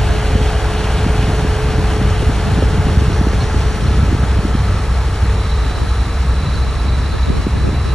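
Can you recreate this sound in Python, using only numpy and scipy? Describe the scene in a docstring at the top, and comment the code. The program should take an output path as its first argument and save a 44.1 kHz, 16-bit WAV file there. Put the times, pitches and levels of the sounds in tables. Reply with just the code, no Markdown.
"""A soil compactor's diesel throbs about 14 m off, with fan roar, hydraulic whine and a vibrating drum.
It rolls away over loose fill while wind buffets the two ports of a small stereo microphone.
Farther across the site two engines drone and a second drum draws near. Brief clatters come through,
then the squeaks of a rubbing joint and the rattle of loose metal.
Sources that return a pair give (mid, side): what the ports share, and their difference."""
import sys
import numpy as np
from scipy import signal
from scipy.fft import rfft, irfft, next_fast_len
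from scipy.io import wavfile
from scipy.ndimage import uniform_filter1d

SR = 44100
rng = np.random.default_rng(int(sys.argv[2]) if len(sys.argv) > 2 else 0)


def log_audio(samples):
    """Write samples as a 16-bit WAV file to the path given in sys.argv[1]."""
    # one column per channel
    frames = np.atleast_2d(samples).T
    # limit to full scale, then quantise
    limited = np.clip(frames, -1, 1)
    pcm = np.round(limited * 32767).astype(np.int16)
    wavfile.write(sys.argv[1], SR, pcm)


N = 350154
T = np.arange(N) / SR
FIRINGS_PER_S = 65.12
STAGES_S = [1.3, 4, 6.6]  # early, midway and late in the compactor's turn
START_M, SPEED_M_PER_S, ABEAM_S = 14.07, 3.38, 0.21  # its nearest distance, its pace, when it is nearest


def amp(db):
    return np.exp(np.asarray(db) * np.log(10) / 20)


def unit_rms(x):
    return x / np.sqrt(np.mean(abs(x) ** 2) + 1e-20)


def curves(rows):
    """Every column of a timed table at each sample."""
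    times, *columns = np.transpose(rows)
    return [np.interp(T, times, column) for column in columns]


def at_hz(points, hz):
    """A table's value along a logarithmic frequency axis."""
    freqs, values = np.transpose(points)
    return np.interp(np.log(hz + 1), np.log(freqs + 1), values)


def drift(hz):
    """Random wander of rms 1, up to the rate hz."""
    lowpass = signal.butter(2, hz, fs=1000, output="sos")
    coarse = signal.sosfilt(lowpass, rng.standard_normal(10000))[1000:]
    return unit_rms(np.interp(T * 1000, np.arange(9000), coarse))


def tone(hz, db, multiple=1):
    """A sine that follows a pitch and an rms level."""
    turns = multiple * np.cumsum(hz * np.ones(N)) / SR + rng.random()
    return np.sqrt(2) * amp(db) * np.cos(2 * np.pi * (turns % 1).astype(np.float32))


def patchy_spectra(patchy_db, size=1024):
    """Random short-time spectra with louder and softer patches, and their frequencies."""
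    real, imag, patches = rng.standard_normal((3, size // 2 + 1, N // (size // 4) + 5), dtype=np.float32)
    patches = unit_rms(uniform_filter1d(uniform_filter1d(patches, size=10, axis=0), size=12, axis=1))
    return (real + 1j * imag) * amp(patchy_db * patches), np.fft.rfftfreq(size, 1 / SR)


def coloured(spectra, hz, colour, later=None):
    """Noise of rms 1 from the spectra; its colour blends into the later one, if given."""
    size, blend = 2 * len(hz) - 2, np.linspace(0, 1, spectra.shape[1])
    colour_db = np.outer(at_hz(colour, hz), 1 - blend) + np.outer(at_hz(later or colour, hz), blend)
    return unit_rms(signal.istft(spectra * amp(colour_db), nperseg=size, noverlap=size * 3 // 4)[1][:N])


def resonate(x, hz, width_hz):
    """A resonance at a fixed or moving pitch: shift it to zero, smooth twice, shift back."""
    carrier = np.exp(2j * np.pi * np.cumsum(hz * np.ones(len(x))) / SR)
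    pole = np.exp(-np.pi * width_hz / SR)
    smoothed = signal.lfilter([1], [1, -2 * pole, pole * pole], x * carrier.conj())
    return unit_rms((carrier * smoothed).real)


def distance():
    """The compactor's metres beyond its nearest point, and the spreading loss in dB."""
    gone_m = np.hypot(START_M, SPEED_M_PER_S * (T - ABEAM_S)) - START_M
    return gone_m, 20 * np.log10(1 + gone_m / START_M)


# Difference between the microphone's ports: (frequency [Hz], side re mid [dB])
LAG_LEVEL = [(30, -30), (60, -22), (120, -20), (330, -15), (430, -17.5), (560, -13), (800, -17.5),
             (1050, -20), (1300, -39), (1480, -42), (1700, -90)]
# Phase of that difference: (frequency [Hz], phase [turns])
LAG_PHASE = [(300, -0.26), (500, -0.23), (750, -0.2), (1100, -0.13)]
def port_lag(mid):
    """The side signal left by low sound reaching one port late."""
    size = next_fast_len(N)
    hz = np.fft.rfftfreq(size, 1 / SR)
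    response = amp(at_hz(LAG_LEVEL, hz)) * np.exp(2j * np.pi * at_hz(LAG_PHASE, hz))
    return irfft(rfft(mid, size) * response, size)[:N]


# The firing note at the microphone, weaker at first: (time [s], level change [dB])
EXHAUST_TRIM = [(1, -2), (2.5, -2.5), (4.5, 1)]
# Overtones as the machine turns its back: (multiple, early level [dB], midway [dB], late [dB])
FIRING_ORDERS = [(2, -28, -31, -34), (3, -37, -37, -43), (7, -48, -40, -45), (8, -47, -55, -51),
                 (9, -46, -46, -49), (12, -52, -57, -51), (13, -45.5, -50, -65), (14, -58, -51, -52),
                 (18, -48, -48, -49), (20, -51, -48, -51), (20.5, -60, -52, -52), (23, -60, -52, -59),
                 (31.5, -52, -54, -66)]
def exhaust(level_db=-21.5):
    """The diesel's firings make a low note and a row of overtones."""
    out = tone(FIRINGS_PER_S, level_db + curves(EXHAUST_TRIM)[0] + 1.1 * drift(2.4))
    for multiple, *levels in FIRING_ORDERS:
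        out += tone(FIRINGS_PER_S, np.interp(T, STAGES_S, levels) + 1.5 * drift(0.8), multiple)
    return out


# Fan roar with the machine side-on to the microphone: (frequency [Hz], relative density [dB])
ROAR_SIDE_ON = [(190, -63), (330, 5), (378, -14.5), (429, -1.5), (483, -5), (829, -4.5), (941, -9),
                (1430, -8.5), (1590, -9.5), (2200, -23.5), (2860, -56), (4840, -120)]
# The roar from behind, farther off: (frequency [Hz], relative density [dB])
ROAR_REAR = [(190, -9), (330, -6.5), (443, -1), (531, -8), (796, -7), (956, -5), (1300, -3.5), (1480, -13),
             (1690, -8.5), (2200, -13), (2860, -13), (4840, -120)]
# Pulsing within an engine cycle of four firings: (beats [per cycle], depth [0-1], phase [turns])
CYCLE_BEATS = [(1, .03, .1), (2, .045, -.3), (4, .05, .15), (5, .035, .1), (8, .02, .15)]
def fan_roar(nearest_db=-25.5):
    """Rushing air pulses with the unevenly firing cylinders and fades with distance."""
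    _, loss_db = distance()
    cycles = FIRINGS_PER_S * T / 4
    pulse = 1 + sum(depth * np.cos(2 * np.pi * (k * cycles + phase)) for k, depth, phase in CYCLE_BEATS)
    roar = amp(nearest_db - loss_db) * pulse * coloured(*patchy_spectra(0.78), ROAR_SIDE_ON, ROAR_REAR)
    return roar, port_lag(roar)


# Engine hiss in the mid channel, machine side-on: (frequency [Hz], relative density [dB])
HISS_SIDE_ON = [(880, -27), (1500, -7.5), (1740, -6), (2170, -6), (2990, -4.5), (3830, -10.5),
                (4400, -10.5), (4890, -19.5), (5290, -15), (5820, -15), (7310, -19.5), (10900, -25.5),
                (11600, -29), (12300, -62), (12500, -100)]
# The hiss from behind, farther off: (frequency [Hz], relative density [dB])
HISS_REAR = [(880, -15.5), (1500, -1), (2170, -7.5), (3000, -10), (4300, -9.5), (4850, -16.5), (5300, -9),
             (5900, -13.5), (7500, -18), (10900, -22.5), (11600, -35.5), (12300, -54), (12500, -100)]
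# The hiss in the difference of the ports: (frequency [Hz], relative density [dB])
HISS_WIDE = [(1500, -59), (1900, -89), (2120, -3), (2360, 2), (3000, 0), (3590, -7), (4070, -3), (4750, 2),
             (5380, -8.5), (6790, -7.5), (10400, -6.5), (12200, -11), (15800, -11)]
# How closely that difference is tied to the mid: (frequency [Hz], share [0-1])
HISS_COHERENCE = [(2000, .66), (3000, .75), (3900, .58), (4700, .36), (6500, 0.68), (9500, .68)]
def engine_hiss(mid_db=-30.5, side_db=-38.5, extra_loss_db_per_m=0.03):
    """Hiss swells at each firing, fades faster than the roar and reaches the ports a little apart."""
    gone_m, loss_db = distance()
    fade_db = -loss_db - extra_loss_db_per_m * gone_m
    side_fade_db = 0.62 * (fade_db - fade_db.mean())  # the side follows only part of the fading
    firing_phase = 2 * np.pi * FIRINGS_PER_S * T
    throb = amp(.5 * drift(12)) * (1 + .065 * np.cos(firing_phase) + .025 * np.cos(firing_phase / 4))
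    spectra, hz = patchy_spectra(0.72)
    tied = at_hz(HISS_COHERENCE, hz)[:, None]
    # a delay between the ports turns the phase a quarter
    apart = 1j * tied * spectra + np.sqrt(1 - tied ** 2) * patchy_spectra(.9)[0]
    mid = amp(mid_db + fade_db) * coloured(spectra, hz, HISS_SIDE_ON, HISS_REAR)
    side = amp(side_db + side_fade_db) * coloured(apart, hz, HISS_WIDE)
    return throb * mid, throb * side


# Background of the whole site: (frequency [Hz], relative density [dB])
SITE_SPECTRUM = [(20, -23), (40, -1), (64, 8), (85, 4), (115, 0), (160, -9.5), (250, -13.5), (400, -19),
                 (600, -68)]
def site_rumble(level_db=-25.5):
    """A steady low rumble lies under the machines."""
    return amp(level_db) * coloured(*patchy_spectra(0.22, size=8192), SITE_SPECTRUM)


# The pump, which the bonnet hides from the microphone as the machine turns: (time [s], level [dB])
PUMP_LEVEL = [(0, -28.5), (1.3, -28), (2.6, -30), (3.3, -32), (3.8, -34.5), (4.6, -40), (5.3, -38),
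              (6.6, -47), (7.94, -44)]
def pump(piston_hz=428.7):
    """The hydraulic pump's pistons whine, with a wavering octave above."""
    hz, db = piston_hz + 1.124 * drift(0.786), curves(PUMP_LEVEL)[0]
    whine = tone(hz, db + (.3 + 0.24 * T) * drift(1.0))
    octave = tone(2 * (hz + 4 * drift(8.97)), 0.62 * db - 32 + 3.5 * drift(2.7))
    return whine + octave, port_lag(whine + octave)


# The bonnet as it moves off: (frequency [Hz], width [Hz], early level [dB], midway [dB], late [dB])
PANEL_MODES = [(627, 19, -43, -52, -51), (715.3, 35, -37, -44, -45), (773, 80, -37, -45, -70),
               (850, 79, -39.5, -39.5, -47), (1312, 54, -56, -37.5, -46.5), (1640, 63, -43.5, -58, -69)]
def panels():
    """Bonnet panels sing, shaken by engine noise."""
    shaking, out = rng.standard_normal(N), np.zeros(N)
    for hz, width_hz, *levels in PANEL_MODES:
        mode = signal.iirpeak(hz, hz / width_hz, SR)
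        ring = unit_rms(signal.lfilter(*mode, signal.lfilter(*mode, shaking)))
        out += amp(np.interp(T, STAGES_S, levels)) * ring
    return out, port_lag(out)


# The compactor's own drum, weaker over soft ground: (time [s], level [dB])
NEAR_DRUM_LEVEL = [(0, -18.5), (2.9, -21), (3.3, -22), (4.3, -21), (4.7, -20.5), (7.3, -24.5), (7.94, -27)]
# Its tones: (multiple of the shaft rate, level re the second multiple [dB])
NEAR_DRUM_ORDERS = [(1, -14), (2, 0)]
# A second drum drawing near from across the site: (time [s], level [dB])
FAR_DRUM_LEVEL = [(1.3, -34), (2.7, -24), (5.2, -21), (6.6, -21.5), (7.94, -26.5)]
# Its overtones: (multiple of the shaft rate, level re the second multiple [dB])
FAR_DRUM_ORDERS = [(2, 0), (3, -9)]
def drums(near_hz=26.1, far_hz=31.05):
    """Eccentric shafts shake the drums; the ground doubles the beat."""
    near_db, far_db = curves(NEAR_DRUM_LEVEL)[0], curves(FAR_DRUM_LEVEL)[0]
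    near = sum(tone(near_hz, near_db + db + 1.3 * drift(7.1), k) for k, db in NEAR_DRUM_ORDERS)
    far = sum(tone(far_hz, far_db + db + drift(0.55), k) for k, db in FAR_DRUM_ORDERS)
    far_shaft = tone(far_hz, db=-31)
    return near + far + far_shaft


# Two engines far across the site, a list for each: (time [s], pitch [Hz], level [dB])
FAR_ENGINES = [
    [(0, 73.5, -23.5), (1.2, 74, -27), (3, 73, -24.5), (5, 73.7, -31), (7.94, 74, -25)],
    [(0, 97, -25), (1.5, 95.5, -28), (2.2, 96, -21), (3, 95.5, -23), (3.8, 90, -27), (4.2, 92, -32),
     (4.7, 97, -21), (6.5, 94, -35), (7.94, 94.5, -29)],
]
def drones(octave_db=-11.5):
    """Exhaust notes of far engines; pitch and level waver with the load."""
    out = np.zeros(N)
    for engine in FAR_ENGINES:
        hz, db = curves(engine)
        hz, db = hz + 0.618 * drift(2.43), db + 3.0 * drift(2.6)
        out += tone(hz, db) + tone(2 * hz, db + octave_db)
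    return out


# Wind right at the microphone: (time [s], mid level [dB], side level [dB])
WIND_LEVELS = [(0, -34.5, -31), (.36, -18.5, -38), (.7, -28, -34), (1.05, -17.5, -43), (1.55, -21, -37),
               (1.85, -16.5, -37), (2.2, -23, -32), (2.64, -17.5, -33), (3.1, -18, -34), (3.45, -20.5, -34),
               (3.72, -22.5, -31), (4.1, -16, -36), (4.56, -21.5, -34), (4.7, -24.5, -40), (5, -28, -37),
               (5.28, -24, -56), (5.5, -25, -57), (5.78, -24.5, -42), (5.98, -24, -48), (6.6, -24, -33),
               (6.8, -21.5, -33), (7.2, -26.5, -35), (7.32, -22.5, -33), (7.5, -27, -35), (7.68, -17, -38),
               (7.8, -23.5, -39), (7.94, -23, -36)]
# Gusts on both ports alike: (frequency [Hz], relative density [dB])
GUST_SPECTRUM = [(20, -28), (38, -11), (50, -5), (81, 2.5), (180, -7.5), (394, -21), (546, -26), (867, -37),
                 (1500, -93)]
# Eddies that differ between the ports: (frequency [Hz], relative density [dB])
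EDDY_SPECTRUM = [(20, -28), (45, 0), (80, 10), (200, -0.5), (424, -10), (826, -19.5), (1300, -50),
                 (1520, -67), (1700, -80)]
def wind():
    """Air buffets the ports with lumpy low noise."""
    gust_db, eddy_db = curves(WIND_LEVELS)
    gusts = coloured(*patchy_spectra(0.6, size=4096), GUST_SPECTRUM) * amp(gust_db + 3.0 * drift(22))
    eddies = coloured(*patchy_spectra(0.67, size=4096), EDDY_SPECTRUM) * amp(eddy_db + 3.0 * drift(26))
    return gusts, eddies + port_lag(gusts)


# Flurries across the microphone: (start [s], length [s], level [dB])
FLURRY_EVENTS = [(0.025, 0.15, -30.5), (5.63, 0.04, -33), (5.694, 0.028, -31), (5.765, 0.09, -26),
                 (7.137, 0.027, -27), (7.263, .015, -29), (7.28, 0.049, -23), (7.33, 0.076, -21),
                 (7.539, 0.034, -27), (7.6, .02, -28), (7.646, 0.053, -23), (7.855, 0.032, -23),
                 (7.915, .025, -25)]
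# Their colour: (frequency [Hz], relative density [dB])
FLURRY_SPECTRUM = [(20, -25), (60, -3), (130, -2), (300, -8), (600, -14), (1000, -24), (1350, -32),
                   (1550, -70)]
def flurries(edge_s=.006):
    """Abrupt, brighter wind flutters on the two ports in opposition."""
    gate = sum(amp(db) * np.clip(np.minimum(T - start, start + length - T) / edge_s + .5, 0, 1)
               for start, length, db in FLURRY_EVENTS)
    return gate * coloured(*patchy_spectra(0.6), FLURRY_SPECTRUM) * amp(4.6 * drift(60))


# Puffs on the microphone's membrane: (time [s], peak level [dB], pitch [Hz])
PUFF_EVENTS = [(0.352, -7, 199), (1.063, -5.5, 193), (1.447, -7.5, 231), (1.78, -14, 85), (1.787, -10, 191),
               (1.868, -12, 80), (1.965, -12, 277), (2.014, -6.5, 191), (2.227, -10, 254), (2.23, -15, 99),
               (2.293, -6, 200), (2.586, -8, 215), (2.624, -3, 340), (2.633, -7.5, 130), (2.776, -7, 130),
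               (2.851, -3.5, 85), (2.867, -4.5, 160), (2.971, -4, 110), (3.019, -7, 194), (3.061, -12, 110),
               (3.078, -2, 95), (3.1, -9, 280), (3.211, -3, 179), (3.269, -4, 220), (3.332, -13, 320),
               (3.543, -10, 207), (3.825, -12, 246), (3.908, -12, 191), (3.989, -9, 150), (4.104, -16, 120),
               (4.127, -4.5, 194), (4.149, -8, 258), (4.388, -5, 120), (4.451, -4.5, 206), (4.549, -4, 179),
               (7.294, -22, 450), (7.3, -4.5, 162), (7.4, -16, 168), (7.467, -4.5, 227), (7.478, -18, 230),
               (7.655, -18, 298), (7.694, -16, 500), (7.688, -12, 289), (7.728, -11, 189)]
def puffs(cycles=1.44, pitch_fall=0.84):
    """Each puff of wind pushes the membrane in one short thump of falling pitch."""
    out = np.zeros(N)
    for time, db, hz in PUFF_EVENTS:
        span = slice(round((time - .03) * SR), round((time + .05) * SR))
        offset = (T[span] - time) * hz / cycles - .5  # from the peak, in puff lengths
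        turns = cycles * offset * (1 - pitch_fall * np.clip(offset, -1, 1))
        out[span] += amp(db) * np.exp(-7 * offset ** 2) * np.cos(2 * np.pi * turns)
    return out, port_lag(out)


# Clatter from the compactor, still close by: (time [s], level [dB])
CLATTER_EVENTS = [(.95, -37), (1.08, -35), (1.23, -30), (2.48, -34), (3.42, -35), (3.67, -41)]
def clatter(width_s=0.013):
    """Short bursts of bright noise beat with the firing."""
    bursts = sum(amp(db) * np.exp(-((T - time) / width_s) ** 2) for time, db in CLATTER_EVENTS)
    beat = 1 + .4 * np.cos(2 * np.pi * FIRINGS_PER_S * T)
    return bursts * beat * resonate(rng.standard_normal(N), hz=2300, width_hz=2300)


def tail_hiss(peak_s=3.5, width_s=.6, level_db=-47):
    """A high hiss swells briefly as the tail of the machine swings round."""
    swell = amp(level_db + 1.3 * drift(6)) * np.exp(-((T - peak_s) / width_s) ** 2)
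    return swell * resonate(rng.standard_normal(N), hz=5800, width_hz=600)


# Metal squeaking farther off on the site: (time [s], level [dB], pitch [Hz])
SQUEAK_EVENTS = [(3.415, -34, 4200), (3.872, -36, 4170), (4.578, -40, 4100), (4.65, -41, 4050),
                 (4.795, -40, 4200), (4.947, -40, 4140), (5.11, -43, 4020), (5.178, -44, 3970),
                 (5.248, -42, 4200), (5.322, -44, 3990), (5.756, -39, 4220), (6.47, -34, 3940),
                 (6.535, -35, 3950), (6.554, -37, 4340), (6.633, -42, 4320), (6.903, -46, 4340),
                 (6.973, -45, 4380), (7.125, -39, 4230), (7.39, -43, 4370), (7.58, -46, 4450),
                 (7.9, -43, 4100)]
def squeaks(width_s=.011):
    """A rubbing joint gives brief fuzzy whistles."""
    out = np.zeros(N)
    t = np.arange(-3 * width_s, 3 * width_s, 1 / SR)
    for time, db, hz in SQUEAK_EVENTS:
        whistle = resonate(rng.standard_normal(len(t)), hz, width_hz=200)
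        start = round((time + t[0]) * SR)
        out[start:][:len(t)] += amp(db) * np.exp(-(t / width_s) ** 2) * whistle
    return out


# A distant rattle, right of centre, faint until the second half: (time [s], level [dB])
RATTLE_LEVEL = [(3.9, -56), (4.3, -56), (4.6, -47), (5.2, -55), (5.4, -41), (5.55, -38), (5.7, -40.5),
                (5.9, -40.5), (6.25, -43.5), (6.45, -37.5), (6.6, -39), (6.75, -40), (7, -39.5),
                (7.15, -37), (7.3, -39.5), (7.55, -44), (7.75, -40), (7.82, -42), (7.9, -36.5), (7.94, -44)]
# Resonances of the loose metal: (frequency [Hz], width [Hz], relative level [dB])
METAL_MODES = [(3880, 1400, 1), (4280, 460, -9), (3987, 140, 4.5), (3770, 150, -4)]
def rattle(cycles_per_s=15.4, note_hz=3976):
    """Loose metal chatters three, four and six times in each cycle of a far engine, 15.4 cycles a second; its
    pitch wavers."""
    phase = 2 * np.pi * cycles_per_s * T
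    shake = 1 + 0.18 * np.cos(3 * phase) + 0.11 * np.cos(4 * phase) + 0.087 * np.cos(6 * phase)
    ring = np.zeros(N)
    for hz, width_hz, db in METAL_MODES:
        pitch = hz * (1 + 0.0019 * drift(7.8))
        ring += amp(db + 1.1 * drift(26)) * resonate(shake * rng.standard_normal(N), pitch, width_hz)
    note = shake * tone(note_hz + 22 * drift(29), -3 + 1.3 * drift(11))
    out = amp(curves(RATTLE_LEVEL)[0]) * unit_rms(ring + note)
    return out, -.3 * out


def scene():
    """The site from where the microphone stands, as left and right."""
    mid, side = np.sum([fan_roar(), engine_hiss(), pump(), panels(), wind(), puffs(), rattle()], axis=0)
    mid += exhaust() + site_rumble() + drums() + drones() + clatter() + tail_hiss() + squeaks()
    side += flurries()
    return np.array([mid + side, mid - side])


def band_limit(x, hz):
    """A steep low-pass without delay."""
    taps = signal.firwin(511, hz, window=("kaiser", 9), fs=SR)
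    return signal.oaconvolve(np.pad(x, 255, "reflect"), taps, "valid")


def record(dry):
    """Loud thumps are softly limited; a low-pass ends the mid at 12.3 kHz and the side at 15.75 kHz."""
    left, right = dry / (1 + abs(dry) ** 4) ** .25
    mid = band_limit(left + right, hz=12300) / 2
    side = band_limit(left - right, hz=15750) / 2
    return np.array([mid + side, mid - side])


dry = scene()
out = record(dry)
log_audio(out)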